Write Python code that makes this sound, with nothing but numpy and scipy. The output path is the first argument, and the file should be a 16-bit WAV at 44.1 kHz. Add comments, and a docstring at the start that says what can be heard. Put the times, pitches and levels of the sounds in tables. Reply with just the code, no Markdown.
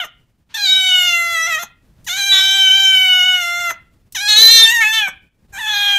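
"""Kitten meows in a small room

A kitten close to the microphone cries in piercing meows over a low room rumble, with tiny wet lip sounds.
Vocal folds: pulse train with half-pitch lines plus pulsing noise, shaped by throat and moving mouth filters.
Cries open on a scrape and end on a croak; the long ones sink in pitch and dull as the jaw closes.
Breaks give strong-weak pulses, most in the fourth cry; noise-tail echoes follow; the microphone overloads."""
import sys
import numpy as np
from scipy import signal
from scipy.fft import rfft, irfft, next_fast_len
from scipy.io import wavfile
from scipy.ndimage import uniform_filter1d

SR = 44100
rng = np.random.default_rng(int(sys.argv[2]) if len(sys.argv) > 2 else 0)


def store_wav(level_fs):
    """Save 16-bit WAV to argv[1]."""
    pcm = np.round(np.clip(np.atleast_2d(level_fs), -1, 1) * 32767)
    wavfile.write(sys.argv[1], SR, pcm.T.astype(np.int16))


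N = 263718  # samples


def amp(db):
    """Decibels to gain."""
    return 10 ** (np.asarray(db) / 20)


def evened(x):
    """Scales to rms 1."""
    return x / np.sqrt(np.mean(x ** 2) + 1e-20)


def read(points, hz):
    """Reads a table on a log-frequency axis."""
    f, value = np.transpose(points)
    return np.interp(np.log(hz + 1), np.log(f), value)


def add(mix, s, sound):
    """Adds a sound to the mix at time s."""
    part = mix[:, max(0, round(s * SR)):][:, :sound.shape[-1]]
    part += sound[..., :part.shape[-1]]


def wander(size, hz):
    """Slow chance of rms 1, up to about hz."""
    n = next_fast_len(size + SR // 4, real=True)
    f = np.fft.rfftfreq(n, 1 / SR)
    return evened(irfft(rfft(rng.standard_normal(n)) / (1 + (f / hz) ** 2), n))[:size]


def noise_pair(size, colour, same):
    """Coloured noise for left and right, alike as far as the table `same` says."""
    hz = np.fft.rfftfreq(size, 1 / SR)
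    mid, side = rfft(rng.standard_normal((2, size))) * amp(read(colour, hz))
    c = np.clip(read(same, hz), 0, 1)
    mid, side = mid * np.sqrt((1 + c) / 2), side * np.sqrt((1 - c) / 2)
    return irfft(np.array([mid + side, mid - side]), size)


def follow(curve, t):
    """Interpolates every column of a timed curve at the times t."""
    s, *columns = np.transpose(curve)
    return [np.interp(t, s, c) for c in columns]


# voice breaks, folds losing their even beat:
# start_s, end_s, half_pitch_lines_db, added_rasp_db (before AIR_DB), added_brightness_db
VOICE_BREAKS = [(0.558, 0.573, -27, -12, -5), (0.65, 0.646, -13, -27.5, 0), (0.861, 1.07, -36.5, -29.5, 2),
                (1.469, 1.481, -25, -11.5, -13), (1.553, 1.584, -35.5, -16, -11),
                (2.163, 2.171, -8.5, -9.5, -6.5), (2.312, 2.395, -2.5, -18.5, -4),
                (2.447, 2.592, -17.5, -25.5, -1), (3.34, 3.36, -17, -42.5, -2),
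                (4.276, 4.334, -1, -33.5, 5), (4.355, 4.489, 3, -34, 4.5), (4.5, 4.609, -3, -40.5, 11.5),
                (4.621, 4.704, -16.5, -33, 10.5), (4.734, 4.765, -27, -35.5, 4.5),
                (4.801, 4.83, 2, -29, -4), (4.923, 4.989, -2, -50, 4.5), (5.66, 5.927, -12, -25.5, 0.5)]
BREAK_RISE_S, BREAK_HEAL_S = 0.014, 0.022


def strain(t, calm_half_db=-43):
    """Breaks set in, hold and heal; returns half-pitch gain, rasp gain, brightness in dB."""
    half, rasp, bright_db = amp(calm_half_db), 0, 0
    for start_s, end_s, half_db, rasp_db, added_db in VOICE_BREAKS:
        rise = np.clip((t - start_s) / BREAK_RISE_S, 0, 1)
        hold = rise * np.exp(-np.maximum(t - end_s, 0) / BREAK_HEAL_S)
        half = half + amp(half_db) * hold
        rasp = rasp + amp(rasp_db) * hold
        bright_db = bright_db + added_db * hold
    return half, rasp, bright_db


# rasp noise spectrum: freq_hz, rel_level_db
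RASP_COLOUR = [(400, 0), (1500, -15), (3500, -10), (6000, 6), (12000, 12)]
# left-right likeness of rasp and echoes: freq_hz, likeness_0_to_1
STEREO_LIKENESS = [(4500, .97), (7000, 0.96), (9000, 0)]
EDGE_HZ = 15650  # top of the band
SHIMMER = 0.05  # rms pulse unevenness, share of height
AIR_DB = 18  # added to every rasp level


def folds(hz, half_db, rasp_db, drift=0.0033, rough_jitter=0.062, puff=0.28, unsteady=0.03,
          half_db_per_octave=3, half_full_at=6.9):
    """Vocal folds: a pulse a cycle, alternate ones weaker under strain, and air rasping in step."""
    size = len(hz)
    rough = np.minimum(amp(rasp_db), .5)
    hz = hz * (1 + drift * wander(size, 56) + rough_jitter * rough * wander(size, 230))
    phase = 2 * np.pi * np.cumsum(hz) / SR
    orders = np.arange(1, int(EDGE_HZ / np.median(hz)) + 2)
    tone = sum(np.cos(k * phase) for k in orders)
    # lowest half-pitch lines are weak
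    low_db = np.minimum(half_db_per_octave * np.log2(orders / half_full_at), 0)
    halves = sum(g * np.cos((k - .5) * phase) for k, g in zip(orders, amp(low_db)))
    halves = halves * (1 + unsteady * wander(size, 90))
    pulses = (tone + amp(half_db) * halves) * (1 + SHIMMER * wander(size, 59))
    air = noise_pair(size, RASP_COLOUR, STEREO_LIKENESS) * (1 + puff * np.cos(phase))
    return pulses + amp(rasp_db + AIR_DB) * air


# fixed throat colour: freq_hz, gain_db
THROAT_COLOUR = [(400, -28), (800, -8), (1500, .5), (1800, 5), (2100, 0), (2450, -1), (2720, -9),
                 (2950, -3.5), (4000, -7.5), (4700, -21), (6300, -10), (10100, -29), (12300, -16),
                 (13500, -36)]


def tract(source, t, mouth_hz, ring_db, bright_db, half_width_hz=450, bump_db=1.5, bump_above_hz=1400,
          bump_width_hz=400, patchy_db=3.5, size=512):
    """Throat filter, jaw-driven mouth resonance, and brightness trading the fundamental for treble."""
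    overlap = size - size // 4
    hz, at, z = signal.stft(source, SR, nperseg=size, noverlap=overlap)
    mouth_hz, ring_db, bright_db = (np.interp(t[0] + at, t, c) for c in (mouth_hz, ring_db, bright_db))
    hz = hz[:, None]
    db = read(THROAT_COLOUR, hz) + ring_db / (1 + ((hz - mouth_hz) / half_width_hz) ** 2)
    # a small bump rides above the mouth resonance
    db = db + bump_db / (1 + ((hz - mouth_hz - bump_above_hz) / bump_width_hz) ** 2)
    # freq_hz, share of bright_db
    db = db + bright_db * read([(950, -0.26), (1600, 0.039), (6000, 0.93), (10000, 0.72)], hz)
    # upper frequencies swell and fade in separate patches
    patches = uniform_filter1d(rng.standard_normal(z.shape[1:]), size=7, axis=0)
    patches = uniform_filter1d(patches, size=30, axis=1)
    db = db + patchy_db * evened(patches) * read([(4000, 0.076), (4800, 1)], hz)
    # minimum phase: resonances ring after each pulse
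    log_gain = np.log(amp(np.concatenate([db, db[-2:0:-1]])))
    response = np.exp(np.conj(signal.hilbert(log_gain, axis=0)))[:len(hz)]
    return signal.istft(z * response, SR, nperseg=size, noverlap=overlap)[1][:, :len(t)]


# melody before yelp and quaver, one curve a meow: time_s, pitch_hz
MELODIES = [
    [(0.0, 712), (0.032, 697), (0.052, 608)],
    [(0.54, 858), (0.564, 891), (0.58, 835), (0.642, 795), (0.674, 754.2), (0.77, 762.5), (0.958, 734.7),
     (1.078, 708.3), (1.118, 691.5), (1.334, 677.7), (1.374, 651), (1.465, 660.6), (1.475, 705),
     (1.53, 642.6), (1.58, 623.7), (1.595, 693)],
    [(2.104, 688), (2.185, 812), (2.22, 788), (2.28, 791.7), (2.36, 768.2), (2.56, 779.2), (2.7, 762.2),
     (2.77, 780.5), (2.94, 766), (2.96, 757.3), (3.03, 755), (3.11, 739.2), (3.22, 724.3), (3.26, 743),
     (3.368, 726.5), (3.44, 691), (3.6, 702.2), (3.72, 679)],
    [(4.19, 731), (4.225, 831), (4.27, 824), (4.29, 850), (4.346, 844.7), (4.43, 901.4), (4.47, 899),
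     (4.52, 916.6), (4.694, 895.5), (4.73, 968.5), (4.78, 914.5), (4.81, 901), (4.845, 842.5), (4.89, 876),
     (4.97, 890.6), (5.03, 827), (5.085, 744)],
    [(5.545, 780), (5.572, 767), (5.595, 963), (5.628, 849), (5.688, 860), (5.73, 823.6), (5.98, 800)],
]
# jaw, one curve a meow: time_s, mouth_resonance_hz, resonance_height_db
JAWS = [
    [(0.0, 3270, 26.5), (0.025, 3100, 18), (0.05, 1930, -14)],
    [(0.55, 3540, 13), (0.6, 4350, 15), (0.66, 4120, 25.5), (0.73, 3830, 25), (0.83, 3400, 21),
     (0.97, 3115, 20), (1.12, 2920, 17), (1.24, 1750, 4.5), (1.45, 2210, 7), (1.56, 2400, 10.5),
     (1.61, 2320, -13)],
    [(2.07, 3000, 2), (2.11, 3850, 14.5), (2.15, 3930, 6), (2.2, 4140, 13), (2.26, 3860, 10),
     (2.33, 3726, 24.5), (2.53, 3403, 21), (2.72, 3140, 20), (3.05, 2847, 20), (3.36, 2840, 16.5),
     (3.46, 2570, 3.5), (3.62, 1627, 5)],
    [(4.15, 3270, 9), (4.24, 4400, 7.5), (4.29, 4000, 20.5), (4.35, 4110, 23.5), (4.56, 4077, 24.5),
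     (4.65, 3566, 20.5), (4.7, 2824, 14.5), (4.73, 1850, 7.5), (4.79, 2020, 9), (4.84, 2260, 18),
     (4.95, 3386, 11.5), (5.02, 2980, 22.5), (5.08, 2217, 8.5)],
    [(5.54, 3320, -14.5), (5.59, 3520, 5.5), (5.66, 3130, 14), (5.73, 3760, 22.5), (5.88, 3400, 21.5),
     (5.96, 3030, 18)],
]
# start_s, end_s, attack_s, effort_gain_db, initial_hold_back_db, brightness_db, dulling_by_end_db,
# rasp_db (before AIR_DB), opening_yelp_share_of_pitch, closing_time_constant_s
CRIES = [(0.0, 0.06, 0.0011, -21.5, 6, -16, -12, -56, 0.043, 0.016),
         (0.54, 1.644, 0.006, -24, 9, 7, 7.5, -31, 0.019, 0.0089),
         (2.064, 3.72, 0.014, -23, 8, 7.5, 11.5, -26.5, 0.49, 0.0093),
         (4.147, 5.093, 0.005, -23, 7.5, 7, 5.5, -31.5, 0.36, 0.056),
         (5.522, 6.02, 0.033, -22.5, 10, -6.5, -4.5, -20.5, 0.036, 0.011)]
YELP_S, SWELL_S = 0.019, 0.13  # yelp drops to the melody; effort builds
SCRAPE_DB, SCRAPE_S = -7.5, 0.02  # rasp as the folds catch, before AIR_DB
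CROAK_DB, CROAK_S = 17.5, 0.0058  # rasp as they let go, before AIR_DB
UNSETTLED_DB, QUAVER = 11.5, 0.015  # extra rasp and rms pitch share until effort builds
RELEASE_DB, RELEASE_DULL_DB = 4.5, 26.5  # fade and dulling as the mouth shuts


def meow(row, melody, jaw, cutoff_s=0.012):
    """One cry: scraping yelp, swell to steady effort, gradual tilt in brightness, croak as the mouth shuts."""
    (start_s, end_s, attack_s, effort_db, held_back_db,
     bright_db, dulling_db, rasp_db, yelp, closing_s) = row
    t = np.arange(start_s, end_s, 1 / SR)
    age, left = t - start_s, end_s - t
    half, break_rasp, strain_db = strain(t)
    unsettled, shut = np.exp(-age / SWELL_S), np.exp(-left / closing_s)
    yelp_bend = yelp * np.exp(-(age / YELP_S) ** 2)
    hz = follow(melody, t)[0] * (1 + yelp_bend + QUAVER * unsettled * wander(len(t), 50))
    scrape = amp(SCRAPE_DB) * np.exp(-age / SCRAPE_S)
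    croak = amp(CROAK_DB) * np.exp(-left / CROAK_S)
    rasp = amp(rasp_db + UNSETTLED_DB * unsettled) + scrape + break_rasp + croak
    treble_db = bright_db + strain_db - dulling_db * age / (end_s - start_s) - RELEASE_DULL_DB * shut
    level_db = effort_db - held_back_db * unsettled - RELEASE_DB * shut
    source = folds(hz, 20 * np.log10(half), 20 * np.log10(rasp))
    edges = np.clip(np.minimum(age / attack_s, left / cutoff_s), 0, 1)
    voice = tract(source, t, *follow(jaw, t), treble_db)
    return start_s, voice * amp(level_db) * edges


# rumble spectrum: freq_hz, rel_level_db
RUMBLE_COLOUR = [(55, -1.5), (160, -6), (420, -20.5), (800, -27), (12000, -42)]
# rumble rise: time_s, level_db (before swell)
RUMBLE_RISE = [(0.398, -59.5), (0.798, -53)]


def rumble(swell_db=3):
    """Room background: low coloured noise with a randomly wandering level."""
    level_db = np.interp(np.arange(N) / SR, *np.transpose(RUMBLE_RISE)) + swell_db * wander(N, 9.9)
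    return amp(level_db) * evened(noise_pair(N, RUMBLE_COLOUR, [(60, 0.96)]))


# room decay: freq_hz, t60_s
ROOM_DECAY = [(500, 0.23), (3000, 0.37), (6000, 0.043)]


def echoes(x, colour, t60, first_s=.003):
    """Dense reflections: convolution with coloured noise, each band dying at its own speed."""
    hz, t, z = signal.stft(noise_pair(SR, colour, STEREO_LIKENESS), SR, nperseg=256)
    fade = amp(-60 * t / read(t60, hz)[:, None]) * (t > first_s)
    fade /= np.sqrt((fade ** 2).sum(1, keepdims=True) * t[1] * SR)  # equal decay energy per band
    tail = signal.istft(z * fade, SR, nperseg=256)[1]
    return signal.fftconvolve(x, tail, axes=1)[:, :N]


# wet sounds as the mouth opens: start_s, level_db (before decay), centre_hz, decay_s
LIP_TICKS = [(0.489, -49.5, 1939, 0.1), (2.043, -42.5, 7680, 0.018), (4.123, -32.5, 8360, 0.0057)]


def lip_sound(db, hz, decay_s, rise_share=0.21):
    """Tiny wet tick or smack: band-passed noise, quick rise, exponential decay."""
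    t = np.arange(SR // 10) / SR
    band = signal.butter(2, [hz / 2, min(hz * 2, SR / 2 - 1)], "bandpass", fs=SR)
    shape = np.minimum(t / (rise_share * decay_s), 1) * np.exp(-t / decay_s)
    noise = signal.lfilter(*band, rng.standard_normal(len(t)))
    return amp(db) * evened(noise) * shape


def scene():
    """Kitten close by, quick bright reflections from near surfaces, room tail and rumble."""
    cat = np.zeros((2, N))
    for cry in zip(CRIES, MELODIES, JAWS):
        add(cat, *meow(*cry))
    for start_s, *lip in LIP_TICKS:
        add(cat, start_s, lip_sound(*lip))
    # colours: freq_hz, level_db; decay: freq_hz, t60_s
    near = echoes(cat, [(3500, -13.0), (6000, -3.0), (11000, -19.5)], [(6000, 0.095)])
    far = echoes(cat, [(3000, -12.0), (6000, -7.0)], ROOM_DECAY)
    return cat + near + far + rumble()


def record(dry, ceiling=0.84, lean=0.055, knee=8):
    """Microphone overload: peaks flatten at a lopsided ceiling, then the band is limited."""
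    limit = ceiling + lean * np.sign(dry)
    x = dry / (1 + abs(dry / limit) ** knee) ** (1 / knee)
    x = signal.lfilter(*signal.butter(1, 20, "highpass", fs=SR), x)
    low_pass = signal.firwin(511, EDGE_HZ, window=("kaiser", 9), fs=SR)
    return signal.oaconvolve(x, low_pass[None], "same")


dry = scene()
out = record(dry)
store_wav(out)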